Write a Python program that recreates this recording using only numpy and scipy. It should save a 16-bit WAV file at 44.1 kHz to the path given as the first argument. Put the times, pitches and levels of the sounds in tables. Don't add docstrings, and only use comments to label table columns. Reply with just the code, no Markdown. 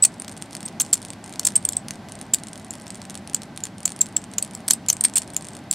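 import sys
import numpy as np
from scipy import signal
from scipy.fft import rfft, irfft, next_fast_len
from scipy.io import wavfile
from scipy.ndimage import map_coordinates

SR = 44100
rng = np.random.default_rng(int(sys.argv[2]) if len(sys.argv) > 2 else 0)


def waveform_to_disk(signal):
    frames = np.transpose(np.atleast_2d(signal))
    scaled = np.clip(frames, -1, 1) * 32767
    samples = np.round(scaled).astype(np.int16)
    wavfile.write(sys.argv[1], SR, samples)


def linear_from_db(decibels):
    return 10 ** (np.asarray(decibels, float) / 20)


N = 253178

# f/Hz, density/dB
FAN_AIR = [(45, -31), (86, -5.5), (210, 2.5), (320, -5), (493, -14), (600, -8.5), (800, -9.5),
           (1240, -18.5), (2000, -20), (2770, -24.5), (4500, -27.5), (7000, -35), (11000, -38),
           (15500, -44)]
# f/Hz, level/dB
FAN_TONES = [(55, -62.5), (98, -54.5), (194, -53), (780, -62), (1560, -62), (2003, -63.5)]
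# f/Hz, side over mid/dB
WIDTH = [(100, -69.5), (400, -25.5), (1500, -19), (8000, -5.5), (14000, 3)]
# t/s, length/ms, peak level/dB, first f/Hz, last f/Hz
PURE_SQUEALS = [
    (0.024, 17, -7, 8100, 7880),
    (1.561, 5.8, -6.5, 8580, 8440),
    (4.0093, 7.7, -8, 7520, 7620),
    (4.1649, 3.3, -7.5, 7740, 7620),
    (5.0466, 3.3, -9.5, 8770, 8330),
    (5.0507, 3, -5.5, 8740, 8350),
]
# t/s, length/ms, peak level/dB, first f/Hz, last f/Hz
HELD_SQUEALS = [(0.0382, 0.97, -12.5, 7780, 7420), (0.0498, 5.1, -7, 8960, 8520),
                (0.6537, 4.4, -26, 8260, 8320), (0.7994, 3.5, -13.5, 6980, 5830),
                (0.8075, 4, -12.5, 7700, 8150), (0.8169, 2.9, -14, 7330, 8140),
                (0.9292, 6.4, -8.5, 8540, 7150), (1.4497, 4.8, -10, 7090, 7800),
                (1.5556, 3.2, -9.5, 8200, 7600), (2.7071, 1.0, -16, 7630, 7620),
                (2.3363, 4.1, -8, 8200, 7440), (3.8544, 4.4, -9, 7220, 7780),
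                (4.016, 1.83, -10.5, 7390, 7930), (5.0415, 2, -25, 8600, 8200),
                (4.7008, 2.6, -17, 8320, 7750), (4.7075, 3.2, -3, 7190, 9000),
                (4.7334, 4.1, -14, 8540, 8020), (4.8998, 2.9, -8, 5730, 6670),
                (4.9275, 4.5, -15.5, 8420, 7630), (4.8888, 2.2, -19, 6140, 6800),
                (5.1566, 4.2, -10.5, 8430, 7770), (5.1634, 10, -13.5, 8660, 7770),
                (5.182, 2.6, -11, 8660, 7760), (5.711, 3.1, -9.5, 8090, 7780)]
# t/s, peak level/dB, f/Hz, rasp over the tone/dB
CHIRPS = [(0.049, -8, 7460, -9), (0.1987, -20.5, 8200, -20.5), (0.6612, -20.5, 8700, -18),
          (0.8123, -10.5, 7740, -27.5), (0.94, -12.5, 7430, -4), (1.3952, -14.5, 7840, -6.5),
          (1.4677, -12, 7870, -11), (1.471, -10.5, 8150, -10), (1.6514, -6.5, 8670, -21),
          (1.6886, -12, 7840, -12), (1.7229, -22.5, 8200, -27), (1.768, -8, 8080, -26),
          (2.3445, -9, 7600, -13), (3.3458, -10, 7400, -11.5), (3.6371, -13.5, 7220, -23),
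          (4.3824, -8.5, 7240, -14), (4.4255, -8, 8210, -19), (4.55, -20, 7940, -16),
          (4.6802, -14, 8320, -12.5), (4.6839, -17, 9150, -0.5), (4.7133, -23, 8700, -15.5),
          (4.8853, -13, 7300, -14), (4.8956, -16, 7160, -24.5), (5.0091, -9.5, 8600, -11.5),
          (5.0388, -9.5, 8500, -8), (5.1786, -12.5, 8200, -15), (5.3648, -12, 7490, -11.5),
          (5.7269, -15.5, 8750, -13.5), (5.335, -29, 8500, -28), (0.3775, -36, 8800, -12)]
# f/Hz, density/dB
PLASMA = [(3000, -14), (6500, -9), (8000, 5.5), (9000, -2), (10300, -12), (15500, -30.5)]
# f/Hz, density/dB
EMBER = [(1500, -56.5), (4000, 0), (7000, 2.5), (9500, 4), (12000, -33), (16000, -25.5)]
# t/s, blow level/dB
THUDS = [(0.042, -16.5), (0.2467, -24), (0.281, -20.5), (0.2844, -26), (0.295, -25), (0.5305, -24),
         (0.68, -25.5), (1.134, -25), (1.338, -26), (1.3585, -25), (1.4323, -23), (5.055, -20),
         (2.0868, -28), (2.3857, -27), (2.5571, -26), (2.8678, -25), (3.0175, -25.5), (3.4194, -22.5),
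         (3.6407, -28), (3.6691, -24.5), (4.3871, -15), (4.7053, -16), (4.889, -17), (5.043, -19),
         (5.1709, -10), (5.1745, -26), (5.05, -5), (0.0302, -37.5), (0.9329, -32), (4.7114, -19.5)]
# t/s, blow level/dB
PINGS = [(0.2206, -24), (0.4234, -19), (0.5512, -19.5), (0.5677, -27), (2.73, -43), (0.8055, -13.5),
         (0.955, -23), (1.0501, -24), (1.4738, -15.5), (1.4862, -21), (1.733, -22.5), (1.8844, -19),
         (1.908, -15.5), (2.1212, -27), (2.2137, -26), (2.4358, -26), (2.9047, -23.5), (3.0985, -25),
         (3.1537, -22), (3.5756, -20), (3.654, -21), (3.8785, -17), (3.92, -24.5), (4.1686, -15.5),
         (4.4484, -26.5), (4.8926, -20.5), (5.1378, -29), (5.2193, -24), (5.3457, -31), (5.4863, -27)]
# t/s, blow level/dB
TICKS = [(0.1416, -37), (0.6299, -25.5), (1.104, -25), (0.5092, -34), (0.6065, -29), (0.685, -26),
         (1.0279, -29), (1.0597, -38), (1.326, -29), (1.5773, -29), (1.71, -35), (2.0962, -36),
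         (5.7356, -22), (2.532, -27), (2.6468, -35), (2.7134, -39), (2.88, -32), (3.0529, -29.5),
         (3.1756, -29.5), (3.4336, -25.5), (3.605, -31), (3.7826, -31), (3.8317, -31), (4.0297, -30),
         (4.088, -36), (4.2409, -28.5), (4.337, -25.5), (4.5106, -31), (4.8635, -28), (4.9682, -26),
         (.1204, -43), (.1824, -49), (0.214, -42), (.4005, -50), (.4174, -33), (0.888, -44), (.9028, -45),
          (1.018, -32), (1.0854, -33), (1.6272, -36), (1.639, -39), (1.7558, -38), (2.2274, -35),
          (2.399, -39), (2.652, -47), (2.683, -43), (2.7766, -43), (2.82, -36), (2.9218, -41), (2.973, -42),
          (3.5628, -33), (3.8048, -33), (4.126, -38), (4.218, -36), (4.3153, -37), (4.536, -34),
          (5.377, -31), (5.4457, -33), (5.534, -36.5), (5.59, -38)]
# t/s, blow level/dB, time until the slip/ms
HOPS = [(0.315, -34, 8), (0.367, -32, 8.3), (0.5246, -39, 11), (0.8498, -30, 13.6), (0.9717, -30, 6.3),
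        (1.2417, -31.5, 20), (1.278, -33, 17), (1.4137, -36, 23.3), (1.5048, -31.5, 16.4),
        (1.9372, -35, 19.5), (2.154, -32, 36), (2.4706, -28.5, 14.2), (2.5775, -33, 20.4),
        (2.7372, -28.5, 17), (2.7993, -35, 14), (2.946, -30.5, 9.5), (3.106, -29.5, 38), (3.275, -27, 22.9),
        (3.3344, -27.5, 31), (3.8931, -27.5, 11.2), (3.9631, -29.5, 28), (4.0592, -28, 7.4),
        (4.441, -36, 36), (4.575, -38.5, 30), (5.0842, -28.5, 14), (5.223, -32, 10), (5.2771, -33.5, 26),
        (5.4101, -31, 13.6), (5.4514, -30, 18.3), (5.5519, -28.5, 16)]
# f/Hz, t60/s
WALLS = [(1500, 0.12), (8500, 0.078), (15000, 0.065)]
# f/Hz, gain/dB
MIC = [(9000, 1), (12000, -3), (15600, -10), (16600, -46.5), (17200, -76)]

CHIRP_MS, CHIRP_SAG_HZ = 1.7, 204
RASP_DB, RASP_DB_PER_DECADE, RISING_RASP_DB, PURE_RASP_DB = -18, 11.5, 2.5, -32
OVERTONE_DB = -13
TONE_EMBER_SHARE, TONE_SIZZLE_SHARE = 0.12, 0.5
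THUD_RING_DB, PING_RING_DB, RING_PER_BLOW = -4, -3.5, 0.54
TEAR_DB, TEAR_PER_RASP, TEAR_SCATTER_DB = -2.5, 0.48, 2.5
EDGE_DB, EDGE_PER_BLOW, EDGE_SCATTER_DB = -12, 0.24, 4.5


def unit(x):
    return x / np.sqrt(np.mean(x ** 2) + 1e-20)


def along(points, hz):
    f, v = np.transpose(points)
    return np.interp(np.log(hz + 1), np.log(f + 1), v)


def wobble(rate, size):
    knots = rng.standard_normal(int(size * rate / SR) + 4)
    return map_coordinates(knots, [np.arange(size) * rate / SR])


def filtered(x, response):
    m = next_fast_len(x.shape[-1] + 4096)
    spectrum = rfft(x, m) * response(np.fft.rfftfreq(m, 1 / SR))
    return irfft(spectrum, m)[..., :x.shape[-1]]


def peak(f, hz, width_hz):
    return 1j * f * width_hz / (hz * hz - f * f + 1j * f * width_hz)


def add(track, s, piece):
    track[max(round(s * SR), 0):][:len(piece)] += piece


def fan():
    colour = lambda f: linear_from_db(along(FAN_AIR, f)) * [np.ones_like(f), linear_from_db(along(WIDTH, f))]
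    mid, side = filtered(rng.standard_normal((2, N)), colour)
    t = np.arange(N) / SR
    tones = np.zeros(N)
    for hz, db in FAN_TONES:
        level = linear_from_db(db + 1.3 * wobble(rate=4.75, size=N))
        tones += level * np.sin(2 * np.pi * hz * t + 2.93 * wobble(rate=8, size=N))
    drift_db = 0.6 * wobble(rate=3, size=N)
    return linear_from_db(-41.5 + drift_db) / mid.std() * np.array([mid + side, mid - side]) + tones


def oscillations():
    held = []
    for s, ms, db, first_hz, last_hz in HELD_SQUEALS:
        slide = (abs(last_hz - first_hz) + 1) / ms / 100
        rasp_db = RASP_DB + RASP_DB_PER_DECADE * np.log10(slide) + RISING_RASP_DB * (last_hz > first_hz)
        held.append((s, ms, db, first_hz, last_hz, rasp_db))
    sag = CHIRP_SAG_HZ / 2
    chirps = [(s, CHIRP_MS, db, hz + sag, hz - sag, rasp_db) for s, db, hz, rasp_db in CHIRPS]
    return held + chirps + [(*row, PURE_RASP_DB) for row in PURE_SQUEALS]


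def squeals():
    out, lead, t = np.zeros(N + SR), 0.004, np.arange(SR // 25) / SR
    colour = lambda f: peak(f, 5550, 3400) + 1.75 * peak(f, 9200, 3600)
    for s, ms, db, first_hz, last_hz, rasp_db in oscillations():
        end = lead + ms / 1000
        rough = min(linear_from_db(rasp_db), 0.3)
        grow_db = np.minimum(14000 * (t - lead - 0.0006), 0)
        stop_db = np.minimum(-22000 * (t - end + 0.000075), 0)
        jitter = (0.0023 + 0.33 * rough) * wobble(rate=1350, size=len(t))
        pitch = np.interp(t, [lead, end], [first_hz, last_hz]) * (1 + jitter)
        cycle = 2 * np.pi * np.cumsum(pitch) / SR
        flutter = linear_from_db((0.5 + 9 * rough) * wobble(rate=990, size=len(t)))
        tone = flutter * (np.sin(cycle) + linear_from_db(OVERTONE_DB) * np.sin(2 * cycle))
        misses = rng.standard_normal(len(t)) ** 3 * linear_from_db(2 * grow_db)
        rasp = filtered(misses / np.sqrt(15), colour) * linear_from_db(rasp_db + 5)
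        add(out, s - lead, linear_from_db(db - 0.22 + stop_db) * (linear_from_db(grow_db) * tone + rasp))
    return out[:N]


def heat(arc, t60):
    cool = linear_from_db(-60 / (t60 * SR))
    return signal.lfilter([1 - cool], [1, -cool], np.abs(arc))


def sizzle(arc):
    flicker = linear_from_db(3.5 * wobble(rate=220, size=N) + 2.5 * wobble(rate=30, size=N))
    noise = unit(filtered(flicker * rng.standard_normal(N), lambda f: linear_from_db(along(PLASMA, f))))
    return linear_from_db(-32) * heat(arc, 0.1) ** 0.52 * noise


def embers(arc):
    spits = rng.standard_normal(N) * linear_from_db(5 * wobble(rate=700, size=N))
    return linear_from_db(-3) * heat(arc, 0.018) * unit(filtered(spits, lambda f: linear_from_db(along(EMBER, f))))


def jumps():
    thuds = [(s, db, THUD_RING_DB) for s, db in THUDS]
    return thuds + [(s, db, PING_RING_DB - RING_PER_BLOW * db) for s, db in PINGS]


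def blow(f):
    return peak(f, 4300, 6500) + linear_from_db(-8.5) * peak(f, 1200, 900)


def snaps(rows):
    blows, rings, t = np.zeros(N), np.zeros(N + SR), np.arange(260) / SR
    early = 0.00005
    chances = rng.standard_normal((len(rows), 3))
    for (s, db, ring_db), (detune, linger, grit) in zip(rows, chances):
        blows[min(round((s - early) * SR), N - 1)] -= linear_from_db(db + 13.5)
        life = 0.0035 * linear_from_db(3 * linger)
        ring = np.cos(2 * np.pi * 8900 * (1 + 0.07 * detune) * t) * linear_from_db(ring_db - 5.5 - 60 * t / life)
        crack = rng.standard_normal(len(t)) * linear_from_db(-8 + 2.5 * grit - 60 * t / 0.006)
        add(rings, s - early, linear_from_db(db) * (crack * np.minimum(t / 0.00015, 1) - ring))
    dull = lambda f: 1 / (1 + 1j * f / 11000) ** 2
    body = filtered(blows, lambda f: blow(f) * dull(f))
    return body + filtered(rings[:N], lambda f: 2.27 * peak(f, 5880, 6900) * dull(f))


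def restrikes():
    s, ms, db, _, _, rasp_db = np.transpose(oscillations())
    u, v = rng.standard_normal((len(s), 2)).T
    blow_db = db + TEAR_DB + TEAR_PER_RASP * rasp_db + TEAR_SCATTER_DB * u
    edge_db = EDGE_DB - EDGE_PER_BLOW * blow_db + EDGE_SCATTER_DB * v
    return np.transpose([s + ms / 1000, blow_db, edge_db])


def tears():
    low, high, t = np.zeros(N + SR), np.zeros(N + SR), np.arange(130) / SR
    for s, db, edge_db in restrikes():
        ragged = rng.standard_normal((2, len(t))) * linear_from_db(-60 * t / 0.0062)
        add(low, s - 0.0002, linear_from_db(db - 1.5) * (ragged[0] - 1.5 * (t == 0)))
        add(high, s - 0.0002, linear_from_db(db + edge_db + 8.5) * ragged[1])
    soft = filtered(low[:N], lambda f: blow(f) / (1 + 1j * f / 6000) ** 2)
    return soft + filtered(high[:N], lambda f: peak(f, 9100, 9000) ** 2)


def small_jumps():
    return TICKS + [(s + k * ms / 1000, db) for s, db, ms in HOPS for k in range(2)]


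def ticks():
    rows = small_jumps()
    return np.column_stack([rows, 5.2 + 7 * rng.random(len(rows))])


def prickle(count=280):
    draw = rng.random((count, 4))
    parent = np.array(THUDS + PINGS + small_jumps())[:, 0]
    chosen = parent[(draw[:, 0] * len(parent)).astype(int)]
    when = chosen + 0.0026 - 0.019 * np.log(draw[:, 1])
    return np.transpose([when, -39 - 9 * draw[:, 2], 0.97 + 7 * draw[:, 3]])


def bench(arc):
    echo = lambda f: linear_from_db(-14) * np.exp(-2j * np.pi * f * 0.000941) * peak(f, 6000, 3300)
    return filtered(arc, lambda f: 1 + echo(f))


def room(x):
    hz, t, z = signal.stft(rng.standard_normal((2, SR // 4)), SR, nperseg=128)
    fade = linear_from_db(-60 * t / along(WALLS, hz)[:, None])
    tail = signal.istft(z * fade, SR, nperseg=128)[1]
    tail = tail / np.linalg.norm(tail[0])
    late = np.pad(x, (90, 0))[None]
    mid, side = signal.fftconvolve(late, tail, axes=1)[:, :N]
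    side *= linear_from_db(-9)
    return np.array([mid + side, mid - side])


def scene():
    tones = squeals()
    cracks = tears() + snaps(jumps()) + snaps(ticks())
    arc = tones + cracks + embers(TONE_EMBER_SHARE * tones + cracks)
    arc = arc + snaps(prickle()) + sizzle(TONE_SIZZLE_SHARE * tones + cracks)
    arc = bench(arc)
    side = filtered(arc, lambda f: 1j * linear_from_db(along(WIDTH, f) - 17) - linear_from_db(-40))
    return np.array([arc + side, arc - side]) + linear_from_db(-15) * room(arc) + fan()


def band_limit(x):
    return signal.sosfilt(signal.butter(12, 16990, fs=SR, output="sos"), x)


def record(dry):
    soft = dry / (1 + np.abs(dry / 0.8) ** 6) ** (1 / 6)
    heard = filtered(soft, lambda f: linear_from_db(along(MIC, f)))
    return band_limit(heard)


dry = scene()
out = record(dry)
waveform_to_disk(out)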